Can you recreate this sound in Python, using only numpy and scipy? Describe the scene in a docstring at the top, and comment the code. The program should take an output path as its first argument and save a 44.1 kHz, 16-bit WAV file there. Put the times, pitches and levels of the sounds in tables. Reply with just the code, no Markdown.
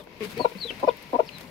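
"""In a wooden nest box, close by and a little to the left, a hen clucks three times and murmurs between.
Each cluck is a low, rough syllable and then a short, higher, louder one. Her voice is a source and a
filter: pulses of the syrinx excite the resonances of the throat. Her chicks give falling, nearly pure
peeps, and the box reflects both voices. Straw rustles and ticks as dry stalks crack; the hen shifts,
and a soft, breathy rustle comes and goes over a quiet background."""
import sys
import numpy as np
from scipy import signal
from scipy.fft import rfft, irfft
from scipy.io import wavfile
from scipy.ndimage import uniform_filter1d

SR = 44100
rng = np.random.default_rng(int(sys.argv[2]) if len(sys.argv) > 2 else 0)


def generate_wav(signal):
    """Clip the signal to [-1, 1] and save it as 16-bit WAV at the path in sys.argv[1]."""
    frames = np.transpose(np.atleast_2d(signal))
    scaled = np.clip(frames, -1, 1) * 32767
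    pcm = np.round(scaled).astype(np.int16)
    wavfile.write(sys.argv[1], SR, pcm)


N = 66150

# Levels are relative: each source applies its own gain. A positive pan lies to the left.
# Spectra of the background, the shifting hen, a breathy upper-mid rustle and the straw: f/Hz, level/dB
BACKGROUND_SPECTRUM = [(20, -11), (45, -2), (100, -2), (190, -0.5), (330, -2.5), (480, 1), (620, -3.5),
                       (760, -11), (1000, 1), (1300, -23), (2400, -27), (4000, -56.5), (7500, -61.5),
                       (12000, -26.5), (15500, -39)]
SHIFTING_SPECTRUM = [(40, -27), (110, -11), (190, -3.5), (300, -13.5), (500, -24), (1000, -25),
                     (3000, -40.5)]
UPPER_RUSTLE_SPECTRUM = [(300, -10), (1000, -5.5), (1500, -7), (2100, 3.5), (2600, 1.5), (3300, -6.5),
                         (5000, -8.5), (7000, -21.5), (15000, -73)]
STRAW_SPECTRUM = [(200, -24.5), (600, 6.5), (1000, -5), (1500, 3.5), (2300, -0.5), (4000, 1), (7000, -11.5),
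                  (12000, -8), (16000, -13.5)]
# Likeness of the noise at left and right: f/Hz, coherence/1
COHERENCE = [(50, 0.83), (180, 1), (550, 0.77), (1600, 0.067), (5000, 0.035)]
# Envelopes of the shifting hen, the upper-mid rustle and the straw: t/s, level/dB
SHIFTING_ENVELOPE = [(0, -54), (.15, -60), (.22, -46.5), (.3, -46.5), (.34, -40), (.42, -35.5), (.5, -54),
                     (.62, -48), (.9, -44.5), (1.0, -62), (1.08, -48), (1.18, -52.5), (1.25, -48.5),
                     (1.5, -45)]
UPPER_RUSTLE_ENVELOPE = [(0, -69), (.06, -58.5), (.12, -53), (.195, -52), (.22, -42), (.255, -40.5),
                         (.28, -54), (.38, -43), (.5, -53), (.66, -49.5), (.75, -46), (.95, -49),
                         (1.0, -48), (1.1, -50.5), (1.2, -51), (1.4, -49), (1.5, -55.5)]
STRAW_ENVELOPE = [(0, -50.5), (.07, -77), (.16, -64), (.22, -51.5), (.24, -40.5), (.265, -44), (.29, -47.5),
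                  (.308, -46), (.324, -42), (.345, -55), (.38, -70), (.48, -48.5), (.52, -53), (.65, -51),
                  (.85, -57), (1.1, -55), (1.25, -57), (1.41, -54.5), (1.5, -57.5)]
# Snapping stalks: t/s, level/dB, tilt/(dB/octave), decay time/s
STRAW_SNAPS = [(0.036, -55, 2, 0.0061), (.072, -37, -8.5, 0.0014), (0.3781, -33.5, 1, 0.00098),
               (.521, -35, -12.5, 0.00069), (0.5493, -45, -13, 0.0014), (.795, -41.5, -2.5, 0.011),
               (.707, -38.5, -6.5, 0.011), (.97, -44.5, 14, 0.0012), (1.023, -46.5, 5, 0.0043),
               (1.127, -47, -0.5, .002), (1.383, -37.5, 1, 0.0017), (1.406, -41.5, 0, 0.0075)]

# Reverberation time of the box: f/Hz, T60/s
BOX_T60 = [(200, 0.083), (600, 0.12), (3000, 0.077), (10000, 0.11)]
# Early reflections of a peep off the walls, a left and a right list: delay/s, level/dB
WALL_REFLECTIONS = [
    [(.0021, -33), (.0068, -29)],
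    [(.0033, -9), (.0052, -5.5)],
]
# Short peeps: t/s, duration/s, level/dB, start f/Hz, middle f/Hz, end f/Hz,
# loudest point/duration, pan/dB, second harmonic/dB
SHORT_PEEPS = [(-.02, .055, -55.5, 3736, 3583, 2850, .5, 8, -29),
               (0.37, 0.093, -40, 4200, 4396, 3660, 0.56, 11, -23),
               (0.867, 0.028, -46.5, 5476, 5110, 3430, 1, 12, -35),
               (0.893, 0.014, -37.5, 3570, 3340, 2250, 0, 3, -35),
               (1.259, 0.031, -46, 5470, 5090, 3720, 1, 5, -37),
               (1.29, 0.0073, -36.5, 3250, 2580, 2400, 0, 22, -19),
               (1.314, .068, -45.5, 4180, 4060, 3680, 0.62, 12, -38)]
# Course of one long falling peep: t/s, f/Hz, level/dB
LONG_PEEP = [(0.582, 4429, -38), (0.596, 4524, -49), (0.616, 4383, -33), (0.642, 3960, -27),
             (0.646, 3870, -28), (0.652, 3996, -45), (0.66, 3987, -35.5), (0.68, 3428, -38.5),
             (0.698, 3172, -27.5), (0.712, 2682, -33.5), (0.718, 2661, -35)]

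# Low first syllables of the clucks, and soft notes (the tail of a cluck at the start, then murmurs):
# t/s, duration/s, level/dB, start f/Hz, middle f/Hz, end f/Hz, tilt/(dB/octave), roughness/1
LOW_SYLLABLES = [(.3935, 0.025, -24.5, 271.5, 234, 362, 3.5, 0.37),
                 (.8265, 0.025, -22.5, 268.6, 275.7, 362, 6.5, 0.31),
                 (1.129, 0.037, -21.5, 258.2, 245.6, 253, 3, 0.24)]
SOFT_NOTES = [(-.006, 0.023, -43, 627, 620, 594, -9.5, 0.03), (0.203, 0.035, -31.5, 235, 216.9, 213, 2, 0),
              (.226, 0.039, -35, 203.8, 213, 233, 0.5, 0), (.256, 0.043, -42.5, 196, 189, 187, -31, 0),
              (.366, 0.0324, -33, 419, 479, 505, 2, 0.31), (0.513, .02, -42, 460, 500, 490, 3.5, 0),
              (.549, 0.021, -44.5, 533, 506, 503, 3.5, 0.07), (.552, 0.035, -40.5, 192, 192, 181, -42, 0.2),
              (.647, 0.022, -37.5, 458, 492, 500, -4, .1), (0.703, 0.013, -35.5, 495, 496, 460, 8, 0.18),
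              (0.719, 0.016, -46, 285, 254, 200, -6, 0.5), (1.231, 0.0049, -38.5, 214, 222, 198, 9, 0.54)]
# High second syllables, whose pitch breaks downward: t/s, duration/s, level/dB,
# f before/Hz, f after/Hz, time to the break/s, tilt/(dB/octave)
HIGH_SYLLABLES = [(0.4449, 0.015, -15.5, 608, 472, 0.0047, 2),
                  (0.8743, 0.02, -15, 630.5, 484.5, 0.00607, 0.5),
                  (1.1883, .019, -16, 643, 463, .0095, -1.5)]
# Vocal tract responses for low syllables, soft notes and high syllables: f/Hz, gain/dB
THROAT = [(30, -73), (90, -34.5), (170, -27), (270, 0), (380, 0.5), (490, -3.5), (620, 5), (735, -12.5),
          (850, -5), (1000, 0), (1130, -26), (1420, -30), (1800, -40), (2350, -37), (3300, -43.5),
          (7000, -55)]
SOFT_THROAT = [(80, -11), (200, -3.5), (460, 4), (650, -24), (850, -29), (1080, -14.5), (1500, -29.5),
               (2300, -11.5), (3800, -34.5), (7000, -52.5)]
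OPEN_THROAT = [(30, -66), (100, -47), (300, -5), (400, -3.5), (480, 0.5), (560, -5), (640, 3.5), (735, -1),
               (850, -2.5), (960, -1.5), (1110, -15), (1280, -21.5), (1420, -16.5), (1650, -40.5),
               (2000, -33.5), (2450, -25), (3300, -40), (7000, -69)]
# Level of the hen's direct sound, left over right: f/Hz, level/dB
HEN_BALANCE = [(100, 4), (280, 6.5), (500, 8), (650, 9), (775, -0.5), (880, 5), (980, 13.5), (1420, 12),
               (2400, 16.5), (5000, -7)]
# Its phase lag, right behind left: f/Hz, lag/rad
HEN_PHASE_LAG = [(0, -5), (690, 0.57), (1460, -10), (1810, 0.5), (2410, -11.5), (3620, -7.5), (5170, 0),
                 (5600, -3.7), (7670, -15.5), (8700, -28.5), (11100, -22), (13000, -21.5), (14400, -5),
                 (15300, -8.5)]


def amp(db):
    """Amplitude ratio of a level in decibels."""
    return 10 ** (np.asarray(db) / 20)


def unit(x):
    """Normalisation to an rms of 1."""
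    return x / np.sqrt(np.mean(x ** 2) + 1e-20)


def at_frequency(points, hz):
    """Interpolation on a logarithmic frequency axis."""
    f, value = np.transpose(points)
    return np.interp(np.log(hz + 1), np.log(np.abs(f) + 1), value)


def envelope(points):
    """Amplitude over time, interpolated in decibels."""
    return amp(np.interp(np.arange(N) / SR, *np.transpose(points)))


def pan(db):
    """Direction by level: left and right gains db apart, with a mean of 1."""
    return amp(np.array([[db], [-db]]) / 2) / np.cosh(db * np.log(10) / 40)


def add(mix, start, sound):
    """Superposition of a sound on the mix, from a start in seconds."""
    at = round(start * SR)
    sound = sound[max(-at, 0):]
    part = mix[max(at, 0):][:len(sound)]
    part += sound[:len(part)]


def colour(x, points, size=4096):
    """Minimum-phase filtering: the Hilbert transform of the log gain sets the phase."""
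    log_gain = np.log(amp(at_frequency(points, abs(np.fft.fftfreq(size, 1 / SR)))))
    taps = np.fft.ifft(np.exp(np.conj(signal.hilbert(log_gain)))).real[:size // 2]
    return signal.fftconvolve(x, taps)


def wobble(count, size):
    """Random modulation: noise smoothed over size samples, of rms near 1."""
    smooth = uniform_filter1d(rng.standard_normal(N), size)
    return unit(uniform_filter1d(smooth, size // 3))[:count]


def glide(u, first, middle, last):
    """A parabola through three pitches as u runs from 0 to 1."""
    return first * (1 - u) * (1 - 2 * u) + middle * (2 * u) * (2 - 2 * u) + last * u * (2 * u - 1)


def diffuse_noise(spectrum):
    """A steady diffuse field: left and right are coherent only at long wavelengths."""
    hz = np.fft.rfftfreq(N, 1 / SR)
    left, independent = rfft(rng.standard_normal((2, N)))
    coherence = at_frequency(COHERENCE, hz)
    right = coherence * left + np.sqrt(1 - coherence ** 2) * independent
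    return pan(7.5) * unit(irfft(np.array([left, right]) * amp(at_frequency(spectrum, hz)), N))


def nest_noises():
    """Amplitude-modulated noise: a low band as the hen shifts, and a soft, breathy upper-mid rustle."""
    shifting = amp(-3) * envelope(SHIFTING_ENVELOPE) * diffuse_noise(SHIFTING_SPECTRUM)
    upper_rustle = amp(-0.5) * envelope(UPPER_RUSTLE_ENVELOPE) * diffuse_noise(UPPER_RUSTLE_SPECTRUM)
    return shifting + upper_rustle


def straw(cracks_per_s=7000, spread_db=2.5, clump_db=1.5, crunch_db=3.5, shared_power=0.18):
    """Shot noise: countless tiny cracks of dry stalks merge into a rustle; a few snaps stand out."""
    size_db = spread_db * np.minimum(rng.exponential(1, (3, N)), 5)  # left, right, common to both
    cracks = amp(size_db + clump_db * wobble(N, size=500)) * rng.standard_normal((3, N))
    cracks *= rng.random((3, N)) < cracks_per_s / SR
    paths = np.array([unit(colour(train, STRAW_SPECTRUM)[:N]) for train in cracks])
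    paths *= amp(0.5) * envelope(STRAW_ENVELOPE)
    t = np.arange(SR // 20) / SR
    for start, db, tilt_db, decay in STRAW_SNAPS:
        spectrum = [(hz, gain_db + tilt_db * np.log2(hz / 1000)) for hz, gain_db in STRAW_SPECTRUM]
        for path in paths:
            burst = rng.standard_normal(len(t)) * np.sqrt(t / decay) * np.exp(-t / decay)
            snap = colour(burst * amp(crunch_db * wobble(len(t), size=40)), spectrum)
            add(path, start, amp(db) * snap / np.sqrt(np.sum(snap ** 2) / (decay * SR)))
    return pan(4) * (np.sqrt(1 - shared_power) * paths[:2] + np.sqrt(shared_power) * paths[2])


def box_reverberation(x, build_up_s=0.013):
    """Diffuse reflections in the nest box and coop decay exponentially, each band at its own rate."""
    hz, t, bands = signal.stft(rng.standard_normal((2, SR // 2)), SR, nperseg=256)
    decay = amp(-60 * t / at_frequency(BOX_T60, hz)[:, None])
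    tail = signal.istft(bands * decay, SR, nperseg=256)[1]
    tail *= np.minimum(np.arange(tail.shape[1]) / SR / build_up_s, 1)
    return pan(7.8) * signal.fftconvolve(x[None], tail / np.linalg.norm(tail[0]), axes=1)[:, :N]


def whistle(hz, octave_db, waver=0.02, flutter_db=-0.5):
    """A chick's nearly pure tone, under slight random frequency and amplitude modulation."""
    phase = 2 * np.pi * np.cumsum(hz * (1 + waver * wobble(len(hz), size=40))) / SR
    flutter = amp(flutter_db * wobble(len(hz), size=260))
    return np.sqrt(2) * flutter * (np.sin(phase) + amp(octave_db) * np.sin(2 * phase))


def chicks():
    """Falling peeps arrive as direct sound, early wall reflections and reverberation."""
    out = np.zeros((2, N))
    for start, length, db, first, middle, last, peak, pan_db, octave_db in SHORT_PEEPS:
        u = np.arange(0, length, 1 / SR) / length
        swell = np.interp(u, [0, np.clip(peak, .1, .95), 1], [.15, 1, .3])
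        swell *= signal.windows.tukey(len(u), .15)
        peep = amp(db) * swell * whistle(glide(u, first, middle, last), octave_db)
        for channel, gain in zip(out, pan(pan_db)):
            add(channel, start, gain * peep)
    times, hz, db = np.transpose(LONG_PEEP)
    t = np.arange(times[0], times[-1], 1 / SR)
    swell = amp(np.interp(t, times, db) - 4) * signal.windows.tukey(len(t), .06)
    long_peep = swell * whistle(np.interp(t, times, hz), octave_db=-35)
    for channel, gain in zip(out, pan(12)):
        add(channel, times[0], gain * long_peep)
    for channel, direct, reflections in zip(out, out.copy(), WALL_REFLECTIONS):
        for delay, db in reflections:
            add(channel, delay, amp(db) * direct)
    return out + amp(-8.5) * box_reverberation(out.mean(0))


def syllable(hz, db, tilt_db, rough, tract, attack_s, release_s, opening_db, jitter):
    """Source and filter: jittered pulses of the syrinx, each with a puff of air, ring the throat."""
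    t = np.arange(len(hz)) / SR
    cycles = np.cumsum(hz * (1 + jitter * wobble(len(t), size=80))) / SR
    slope_db = tilt_db + opening_db * (t / t[-1] - .5)  # opening brightens the voice as it goes
    pulses = sum(amp(slope_db * min(np.log2(k), 2)) * np.cos(2 * np.pi * k * cycles)
                 for k in range(1, 20))
    puffs = (0.26 + np.exp(-(cycles % 1) / 0.32)) * rng.standard_normal(N // 4)[:len(t)]
    source = (1 - rough) * unit(pulses) + rough * unit(puffs)
    ramp = np.clip(np.minimum(t / attack_s, (t[-1] - t) / release_s), 0, 1)
    voice = colour(np.sin(np.pi / 2 * ramp) ** 2 * source, tract)
    return amp(db) * voice / np.sqrt(np.sum(voice ** 2) / len(t))


def soft_notes():
    """Quiet voiced glides filtered by the tract: the tail of a cluck at the start, then murmurs."""
    voice = np.zeros(N)
    for start, length, db, first, middle, last, tilt_db, rough in SOFT_NOTES:
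        hz = glide(np.arange(0, length, 1 / SR) / length, first, middle, last)
        add(voice, start, syllable(hz, db, tilt_db, rough, SOFT_THROAT,
                                   attack_s=0.0024, release_s=0.01, opening_db=0, jitter=0.039))
    return voice


def clucks(break_width_s=0.0016):
    """Irregular pulses make a low syllable rough; a steadier, higher one follows with a pitch break."""
    voice = np.zeros(N)
    for start, length, db, first, middle, last, tilt_db, rough in LOW_SYLLABLES:
        hz = glide(np.arange(0, length, 1 / SR) / length, first, middle, last)
        add(voice, start, syllable(hz, db, tilt_db, rough, THROAT,
                                   attack_s=0.003, release_s=0.0075, opening_db=5, jitter=0.069))
    for start, length, db, before, after, break_s, tilt_db in HIGH_SYLLABLES:
        t = np.arange(0, length, 1 / SR)
        hz = after + (before - after) * (1 - np.tanh((t - break_s) / break_width_s)) / 2
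        add(voice, start, syllable(hz, db, tilt_db, rough=0.1, tract=OPEN_THROAT,
                                   attack_s=0.0024, release_s=0.0029, opening_db=7, jitter=0.018))
    return voice


def hen():
    """Localisation: her voice reaches left and right with unequal level and phase; the box rings."""
    voice = clucks() + soft_notes()
    hz = np.fft.rfftfreq(N, 1 / SR)
    right_gain = amp(-at_frequency(HEN_BALANCE, hz))
    right_lag = at_frequency(HEN_PHASE_LAG, hz)
    right = irfft(rfft(voice) * right_gain * np.exp(-1j * right_lag), N)
    return amp(3) * np.array([voice, right]) + amp(-17) * box_reverberation(voice)


def scene():
    """Superposition of the nest noises, the voices and the background."""
    return nest_noises() + hen() + chicks() + straw() + amp(-51) * diffuse_noise(BACKGROUND_SPECTRUM)


def record(dry, cutoff_hz=15850):
    """Band limiting by a linear-phase low-pass filter."""
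    taps = signal.firwin(511, cutoff_hz, window=("kaiser", 9), fs=SR)
    return signal.oaconvolve(dry, taps[None], "same")


dry = scene()
out = record(dry)
generate_wav(out)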